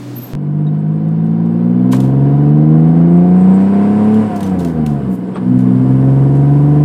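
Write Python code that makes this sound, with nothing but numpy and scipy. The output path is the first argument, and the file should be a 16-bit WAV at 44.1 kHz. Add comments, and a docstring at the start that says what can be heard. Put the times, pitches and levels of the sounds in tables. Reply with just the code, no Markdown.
"""First a V6 sports car idles outside a barn, over the hiss of a wet yard, and a brake squeals briefly. After a
third of a second the sound jumps, with two clicks, to the driver's seat. The engine pulls from about 2000 to
over 4000 rpm: the exhaust booms in the cabin, gas and road noise rise with it, and loose trim scuffs, ticks and
knocks. At 4.2 s the foot lifts for a gear change and the engine falls back, burbling. The gear lever clunks,
and at 5.4 s second gear bites and it pulls again."""
import sys
import numpy as np
from scipy import signal
from scipy.fft import rfft, irfft, next_fast_len
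from scipy.io import wavfile
from scipy.ndimage import uniform_filter1d

SR = 44100
rng = np.random.default_rng(int(sys.argv[2]) if len(sys.argv) > 2 else 0)


def log_audio(samples):
    """Write samples as a 16-bit WAV file to the path given in sys.argv[1]."""
    # one column per channel
    frames = np.atleast_2d(samples).T
    # limit to full scale, then quantise
    limited = np.clip(frames, -1, 1)
    pcm = np.round(limited * 32767).astype(np.int16)
    wavfile.write(sys.argv[1], SR, pcm)


N = 301644
TIME = np.arange(N) / SR
MID_SPEED_HZ = 70

# Engine speed, as how often one bank (a row of three cylinders) fires: t/s, f/Hz
ENGINE_SPEED = [(0.36, 48.7), (0.41, 48.81), (1.09, 53.5), (1.61, 58.2), (2.53, 74.22), (3.47, 93.34),
                (4.05, 106.3), (4.19, 109.0), (4.26, 107.3), (4.35, 101.6), (4.51, 94.1), (4.71, 82.1),
                (4.91, 73.2), (5.18, 59.9), (5.34, 63.6), (5.43, 61.7), (5.57, 63.2), (5.7, 62.95),
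                (6.54, 71.4), (6.79, 73.9)]
# The throttle, as the strength of the exhaust pulses: t/s, level/dB
PULSE_STRENGTH = [(.34, -6.5), (.58, -1), (4.2, 0.5), (4.3, -10.5), (4.6, -7.5), (5.08, -8.5), (5.2, -13.5),
                  (5.33, -19), (5.52, 2), (6.84, -2)]
# A faster engine is louder: bank f/Hz, growl level/dB, gas rush level/dB, hiss level/dB
LEVELS_BY_SPEED = [(48.3, -35.5, -48.5, -74), (57.2, -32, -45, -74.5), (65.8, -27, -42, -67.5),
                   (80.6, -24.5, -41.5, -68), (88.8, -25, -40.5, -64.5), (96.8, -24, -36, -58.5),
                   (109, -25.5, -35.5, -54)]
def driving(lift_s=4.2, second_gear_s=5.4, pedal_s=.11, clutch_s=.51, burble=.22, jitter=.00053):
    """Speed, throttle and gear set how loud the exhaust, gas and road are inside the car."""
    bank_hz = uniform_filter1d(in_time(ENGINE_SPEED)[0], SR // 16)   # the flywheel smooths the speed
    throttle_db, = in_time(PULSE_STRENGTH)
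    foot_up = ramp(lift_s, pedal_s)
    lift = foot_up - ramp(second_gear_s, pedal_s)
    stumble = burble * (foot_up - ramp(second_gear_s, clutch_s))   # firing steadies as the clutch grips
    labour = ramp(second_gear_s, 1.4)   # the engine works harder and harder
    rolling = ramp(lift_s, 1.1)   # the car rolls on while the engine slows, so the noise stays up
    bank_turns = np.cumsum(bank_hz * (1 + jitter * drift(9.5))) / SR
    speeds, *levels = np.transpose(LEVELS_BY_SPEED)
    surge_db = .5 * drift(6.3)
    growl_db, rush_db, hiss_db = [surge_db + np.interp(bank_hz, speeds, db) for db in levels]
    load_db = growl_db + .18 * throttle_db
    rasp = from_db(load_db + 1.3 * labour - lift) * growl(bank_turns, bank_hz, stumble)
    exhaust = boom(bank_turns, bank_hz, throttle_db, lift, labour, stumble) + rasp
    rumble = road_rumble(load_db - 6.5 + 3 * lift)   # off the throttle, rasp gives way to rumble
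    rush = gas_rush(rush_db + .068 * throttle_db + 2 * rolling)
    hiss = high_hiss(hiss_db + 8.5 * rolling)
    puffs = 1 + .14 * np.cos(2 * np.pi * bank_turns)   # one puff each time the bank fires
    return exhaust + hiss + puffs * (rumble + rush + sizzle(bank_hz, throttle_db))


# How strongly pipe and cabin boom at each low pitch: f/Hz, level/dB
BOOM_STRENGTH = [(55, -67), (66, -41.5), (100, -36), (122, -20.5), (133, -10), (155, -8), (188, -6.5),
                 (205, -11.5), (216, -9.5), (235, -6), (252, -6.5), (272, -15), (288, -13.5), (312, -16),
                 (328, -25.5), (346, -19.5), (376, -36), (430, -28)]
# Tones at 1 to 4 times the bank rate: level/dB, then the extra level/dB
# for each doubling of speed, with the foot lifted, and when the engine works hard
BOOM_TONES = [(6, 1.5, 11, 5), (0, 0.5, -0.5, 2.5), (-7.5, -5, 6.5, -9), (-3.5, 15.5, -2, 1.5)]
def boom(bank_turns, bank_hz, throttle_db, lift, labour, stumble, flutter=.09, upper_flutter=.13):
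    """Four deep exhaust tones glide with the engine; the second is the firing rate of all six cylinders."""
    out, octaves = 0, np.log2(bank_hz / MID_SPEED_HZ)
    for k, (db, speed_db, lift_db, labour_db) in enumerate(BOOM_TONES, 1):
        drive_db = throttle_db + speed_db * octaves + lift_db * lift + labour_db * labour
        level_db = db + drive_db + at_hz(BOOM_STRENGTH, k * bank_hz)
        waver = 1 + (flutter + stumble) * drift(19) + upper_flutter * (k > 2) * drift(5.3)
        out += from_db(level_db) * waver * np.sin(2 * np.pi * k * bank_turns)
    return np.sqrt(2) * out


# Which pitches the exhaust pipe favours: f/Hz, relative level/dB
PIPE_COLOUR = [(60, -26), (105, -1.5), (160, 13.5), (260, 13.5), (320, 7.5), (370, 0), (440, -0.5),
               (520, -6), (610, -11), (680, 0), (745, -2), (830, -13.5), (970, -12), (1170, -21),
               (1500, -27.5), (2600, -34)]
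# Unequal pipe lengths lift some tones and weaken others: {vibrations per engine cycle: level/dB}
PIPE_ACCENTS = {13: 2.4, 18: 2.3, 24: 0.92, 27: 0.94, 29: 3, 30: 1.7, 33: -0.62, 36: -5.5, 41: 8.6, 45: -1}
def growl(bank_turns, bank_hz, stumble, uneven_db=-8, rough=.24, bite_db=3, cylinders=3):
    """Unequal cylinders add weak tones between the bank's own; all glide through pipe and cabin peaks."""
    out, power = np.zeros(N), np.zeros(N)
    grid_hz = np.arange(SR // 10)
    response = from_db(at_hz(PIPE_COLOUR, grid_hz) + cabin_db(grid_hz))
    bite = from_db(bite_db * np.log2(bank_hz / np.mean(bank_hz))) - 1   # faster pulses are sharper
    cycle, tone = np.exp(2j * np.pi * bank_turns / cylinders), np.ones(N, complex)
    depth = rough + 2.2 * stumble
    wobbles = [(1 + depth * (drift(9.2) + 1j * drift(27))) / np.sqrt(1 + 2 * depth ** 2)
               for _ in range(10)]
    for k in range(1, 84):
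        tone = tone * cycle   # k vibrations per engine cycle
        on_bank = k % cylinders == 0
        if k < cylinders or (on_bank and k <= 4 * cylinders):
            continue   # leave the deepest tones to the boom
        hz = bank_hz * k / cylinders
        gain = np.interp(hz, grid_hz, response)
        gain *= from_db(PIPE_ACCENTS.get(k, 0) + (0 if on_bank else uneven_db))
        gain *= 1 + bite * np.clip((hz - 500) / 200, 0, 1)
        out += gain * (tone * wobbles[k % 10] * np.exp(2j * np.pi * rng.random())).real
        power += gain ** 2 / 2 * np.clip((hz - 360) / 60, 0, 1)
    return out / np.sqrt(uniform_filter1d(power, SR // 2))   # evens out slow swells above the boom


# The rumble's tone colour: f/Hz, relative level/dB
RUMBLE_COLOUR = [(20, -20), (50, -18.5), (90, -10.5), (180, -0.5), (290, -3.5), (440, -8.5), (600, -15.5),
                 (720, -17), (850, -16.5), (1000, -23.5), (1400, -28), (2500, -53.5)]
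def road_rumble(db):
    """The road and the swirling exhaust make a low noise."""
    return from_db(db) * noise(RUMBLE_COLOUR, inside=True)


# The rush's tone colour: f/Hz, relative level/dB
RUSH_COLOUR = [(590, -31.5), (1000, -3.5), (1250, -11), (1500, -8), (1690, -13), (2920, -23), (3370, -25.5),
               (5260, -33.5), (6500, -41), (8450, -73.5), (14300, -120)]
def gas_rush(db):
    """Flowing gas makes a breathy noise."""
    return from_db(db) * noise(RUSH_COLOUR, inside=True)


# The hiss's tone colour: f/Hz, relative level/dB
HISS_COLOUR = [(3240, -31.5), (5500, 0), (6570, -4), (7650, -1), (8860, -1.5), (10400, -7.5),
               (11300, -16.5), (14500, -17.5), (15500, -19.5)]
def high_hiss(db):
    """A thin hiss lies above the rush."""
    return from_db(db) * noise(HISS_COLOUR, inside=True)


def sizzle(bank_hz, throttle_db, shake_hz=94.5, width_hz=4, flicker_db=4):
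    """A small loose part buzzes, most when the engine passes the speed that shakes it."""
    shaken = 1 / (1 + ((bank_hz - shake_hz) / width_hz) ** 4)
    db = -72.5 + 6 * np.log2(bank_hz / MID_SPEED_HZ) + 10 * shaken + .6 * throttle_db
    return from_db(db + flicker_db * drift(20)) * narrow_noise(8050, width_hz=1100)


# The plastic's tone colour: f/Hz, relative level/dB
PLASTIC_COLOUR = [(1000, -3.5), (3000, 3), (5500, -1.5), (9000, -2), (12000, -8.5), (14800, -6),
                  (15800, -30)]
# Short ticks: t/s, level/dB
TRIM_TICKS = [(1.0844, -56), (1.2638, -53), (1.4591, -54.5), (2.0023, -30.5), (4.142, -38.5),
              (4.4055, -33.5), (4.43, -32), (4.4649, -50.5), (4.6475, -31.5), (4.862, -32)]
# Longer scuffs: t/s, level/dB before the lows are cut, rise t/s, lower edge f/Hz
TRIM_SCUFFS = [(1.911, -29, .016, 1000), (3.598, -51, .006, 4000), (4.357, -40, 0.0056, 4000),
               (4.586, -36.5, 0.0061, 2500), (5.085, -40, 0.059, 11000), (5.584, -46.5, 0.0072, 4000),
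               (6.346, -49, 0.0081, 4000)]
def loose_trim(grain_db=2.5):
    """Loose plastic ticks, and scuffs in many tiny slips."""
    slips = noise(PLASTIC_COLOUR) * from_db(grain_db * drift(160))
    out = slips * sum(contact(s, db, rise=.0015, t60=.034) for s, db in TRIM_TICKS)
    for s, db, rise, edge_hz in TRIM_SCUFFS:
        bright = signal.sosfilt(signal.butter(2, edge_hz, "high", fs=SR, output="sos"), slips)
        out += contact(s, db, rise, t60=.15) * bright
    return out


def contact(s, db, rise, t60, rattle_db=-17):
    """How loud one touch on the trim is over time, as the panel rattles on after it."""
    rattle = from_db(rattle_db) * burst(s + rise, rise=.031, t60=.3)
    return from_db(db) * (burst(s, rise, t60) + rattle)


# Each ping: t/s, f/Hz, level/dB, fade t/s
PART_PINGS = [(0.667, 3780, -42.5, 0.071), (4.435, 6070, -34, 0.046), (4.497, 8070, -49, 0.062),
              (5.345, 3250, -41, 0.067), (5.346, 8190, -47.5, 0.11), (5.358, 3500, -47, .08)]
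def pings():
    """Small hard parts ring briefly, each at its own pitch."""
    return sum(from_db(db) * burst(s, .002, t60) * narrow_noise(hz, width_hz=61)
               for s, hz, db, t60 in PART_PINGS)


# Each knock: t/s, level/dB
CABIN_KNOCKS = [(1.932, -20.5), (5.344, -42.5), (5.357, -24.5), (5.365, -32)]
# Their dull tone colour: f/Hz, relative level/dB
DULL_COLOUR = [(300, -15), (600, 3), (800, -4.5), (1100, 3), (1350, -7), (1550, -8), (2500, -17.5),
               (4800, -27.5), (6500, -43), (12000, -55)]
def knocks():
    """Knocks in the cabin, from loose trim and from the gear lever at the shift: a sudden start and a quick
    fade."""
    return noise(DULL_COLOUR) * sum(from_db(db) * burst(s, rise=.00032, t60=.11) for s, db in CABIN_KNOCKS)


# The hum of the exhaust from outside: f/Hz, relative level/dB
IDLE_TONES = [(123.8, -26), (188.4, -37.5), (220.7, -44), (290.7, -29.5), (360.7, -53), (414.5, -51),
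              (576.0, -44.5), (629.8, -53)]
def idle(gain_db=-2, waver=.34):
    """The idling exhaust holds a few pitches, each wavering in loudness."""
    return sum(from_db(db + gain_db) * (1 + waver * drift(7.9))
               * np.sin(2 * np.pi * (hz * TIME + rng.random())) for hz, db in IDLE_TONES)


def brake_squeal(hz=12330, spread_hz=30, db=-34, flutter_db=4.5):
    """A brake disc sings one very high note that swells, holds and dies away."""
    disc_turns = np.cumsum(hz + spread_hz * drift(60)) / SR
    braking = burst(.151, rise=.018, t60=.36, hold=.06)
    return braking * from_db(db + flutter_db * drift(52)) * np.sin(2 * np.pi * disc_turns)


# The yard's tone colour: f/Hz, relative level/dB
YARD_COLOUR = [(25, -28), (70, -27), (120, -1.5), (290, 6.5), (420, -6), (600, -8.5), (900, -13.5),
               (2000, -22), (4500, -25.5), (8000, -30.5), (11000, -36), (15000, -38)]
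def yard(db=-30.5):
    """The wet yard makes a steady background noise."""
    return from_db(db) * noise(YARD_COLOUR)


# Peaks and hollows at the driver's seat: f/Hz, width f/Hz, level/dB
CABIN_RESONANCES = [(300, 10, 4.5), (344.3, 12, 5), (432, 44, 4), (479.5, 25, 7), (531.8, 16, 9),
                    (651, 22, -7.5), (684, 18, 0), (711, 4.2, 5.5), (754, 28, -0.5), (820, 21, -4),
                    (949, 19, 6), (1000, 7.7, 4.5), (1113, 34, -4.5), (1160, 31, 5.5), (1840, 19, -0.5),
                    (2130, 33, 3.5), (2970, 99, 5), (4600, 110, 5.5), (5100, 270, 3.5), (6000, 1300, -7)]
def cabin_db(hz):
    """The cabin makes some pitches louder and others softer."""
    return sum(db / (1 + (2 * (hz - centre) / width) ** 2) for centre, width, db in CABIN_RESONANCES)


# Echoes off glass and dashboard: delay t/s, strength (a minus flips the wave)
CABIN_ECHOES = [(.0019, 0.074), (.0043, -.16), (.0071, .15), (0.0106, 0.15)]
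def noise(colour, inside=False):
    """Steady noise of strength 1; inside the car, the cabin's peaks and echoes colour it too."""
    size = next_fast_len(N)
    hz = np.arange(size // 2 + 1) * SR / size
    gain = from_db(at_hz(colour, hz))
    if inside:
        echoes = sum(strength * np.exp(-2j * np.pi * hz * delay) for delay, strength in CABIN_ECHOES)
        gain = gain * from_db(cabin_db(hz)) * (1 + echoes)
    return rms_one(irfft(rfft(rng.standard_normal(size)) * gain, size)[:N])


def narrow_noise(hz, width_hz):
    """Something that rings near one pitch, shaken at random; strength 1."""
    r = np.exp(-np.pi * width_hz / SR)
    poles = [1, -2 * r * np.cos(2 * np.pi * hz / SR), r * r]
    return rms_one(signal.sosfilt([[1, 0, -1] + poles] * 2, rng.standard_normal(N)))


def drift(rate_hz, step=64):
    """A smooth random wander, about 1 in size; a higher rate wanders faster."""
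    r = np.exp(-2 * np.pi * rate_hz * step / SR)
    slow = signal.lfilter([1], [1, -2 * r, r * r], rng.standard_normal(2 * N // step))[N // step - 2:]
    return np.interp(np.arange(N) / step, np.arange(len(slow)), rms_one(slow))


def burst(s, rise, t60, hold=0):
    """Climbs to 1 from time s, may hold, then fades by 60 dB in t60 seconds."""
    return ramp(s, rise) * from_db(-60 * np.clip((TIME - s - rise - hold) / t60, 0, 2))


def ramp(s, length):
    """Climbs from 0 to 1, starting at time s."""
    return np.clip((TIME - s) / length, 0, 1)


def in_time(rows):
    """Joins a table's points to give a value at every sample."""
    s, *columns = np.transpose(rows)
    return [np.interp(TIME, s, column) for column in columns]


def at_hz(points, hz):
    """Reads a table's level at any pitch, with octaves evenly spaced."""
    corners, db = np.transpose(points)
    return np.interp(np.log(hz + 1e-9), np.log(corners), db)


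def from_db(db):
    return 10 ** (np.asarray(db) / 20)


def rms_one(x):
    return x / np.sqrt(np.mean(x ** 2) + 1e-20)


# Two clicks at the jump into the car: t/s, height
ENTRY_CLICKS = [(.335, 0.15), (0.3516, 0.2)]
def scene(inside_s=.335):
    """First the yard, then suddenly the driver's seat."""
    outside = idle() + brake_squeal() + yard()
    inside = driving() + loose_trim() + pings() + knocks()
    clicks = sum(height * burst(s, rise=2 / SR, t60=.023) for s, height in ENTRY_CLICKS)
    return (np.where(TIME < inside_s, outside, inside) + clicks)[None]


def record(dry):
    """Rounds off the tallest peaks and cuts the treble above 15800 Hz."""
    rounded = dry / (1 + (dry / 1.1) ** 12) ** (1 / 12)
    return signal.sosfilt(signal.ellip(10, .1, 80, 15800, fs=SR, output="sos"), rounded)


dry = scene()
out = record(dry)
log_audio(out)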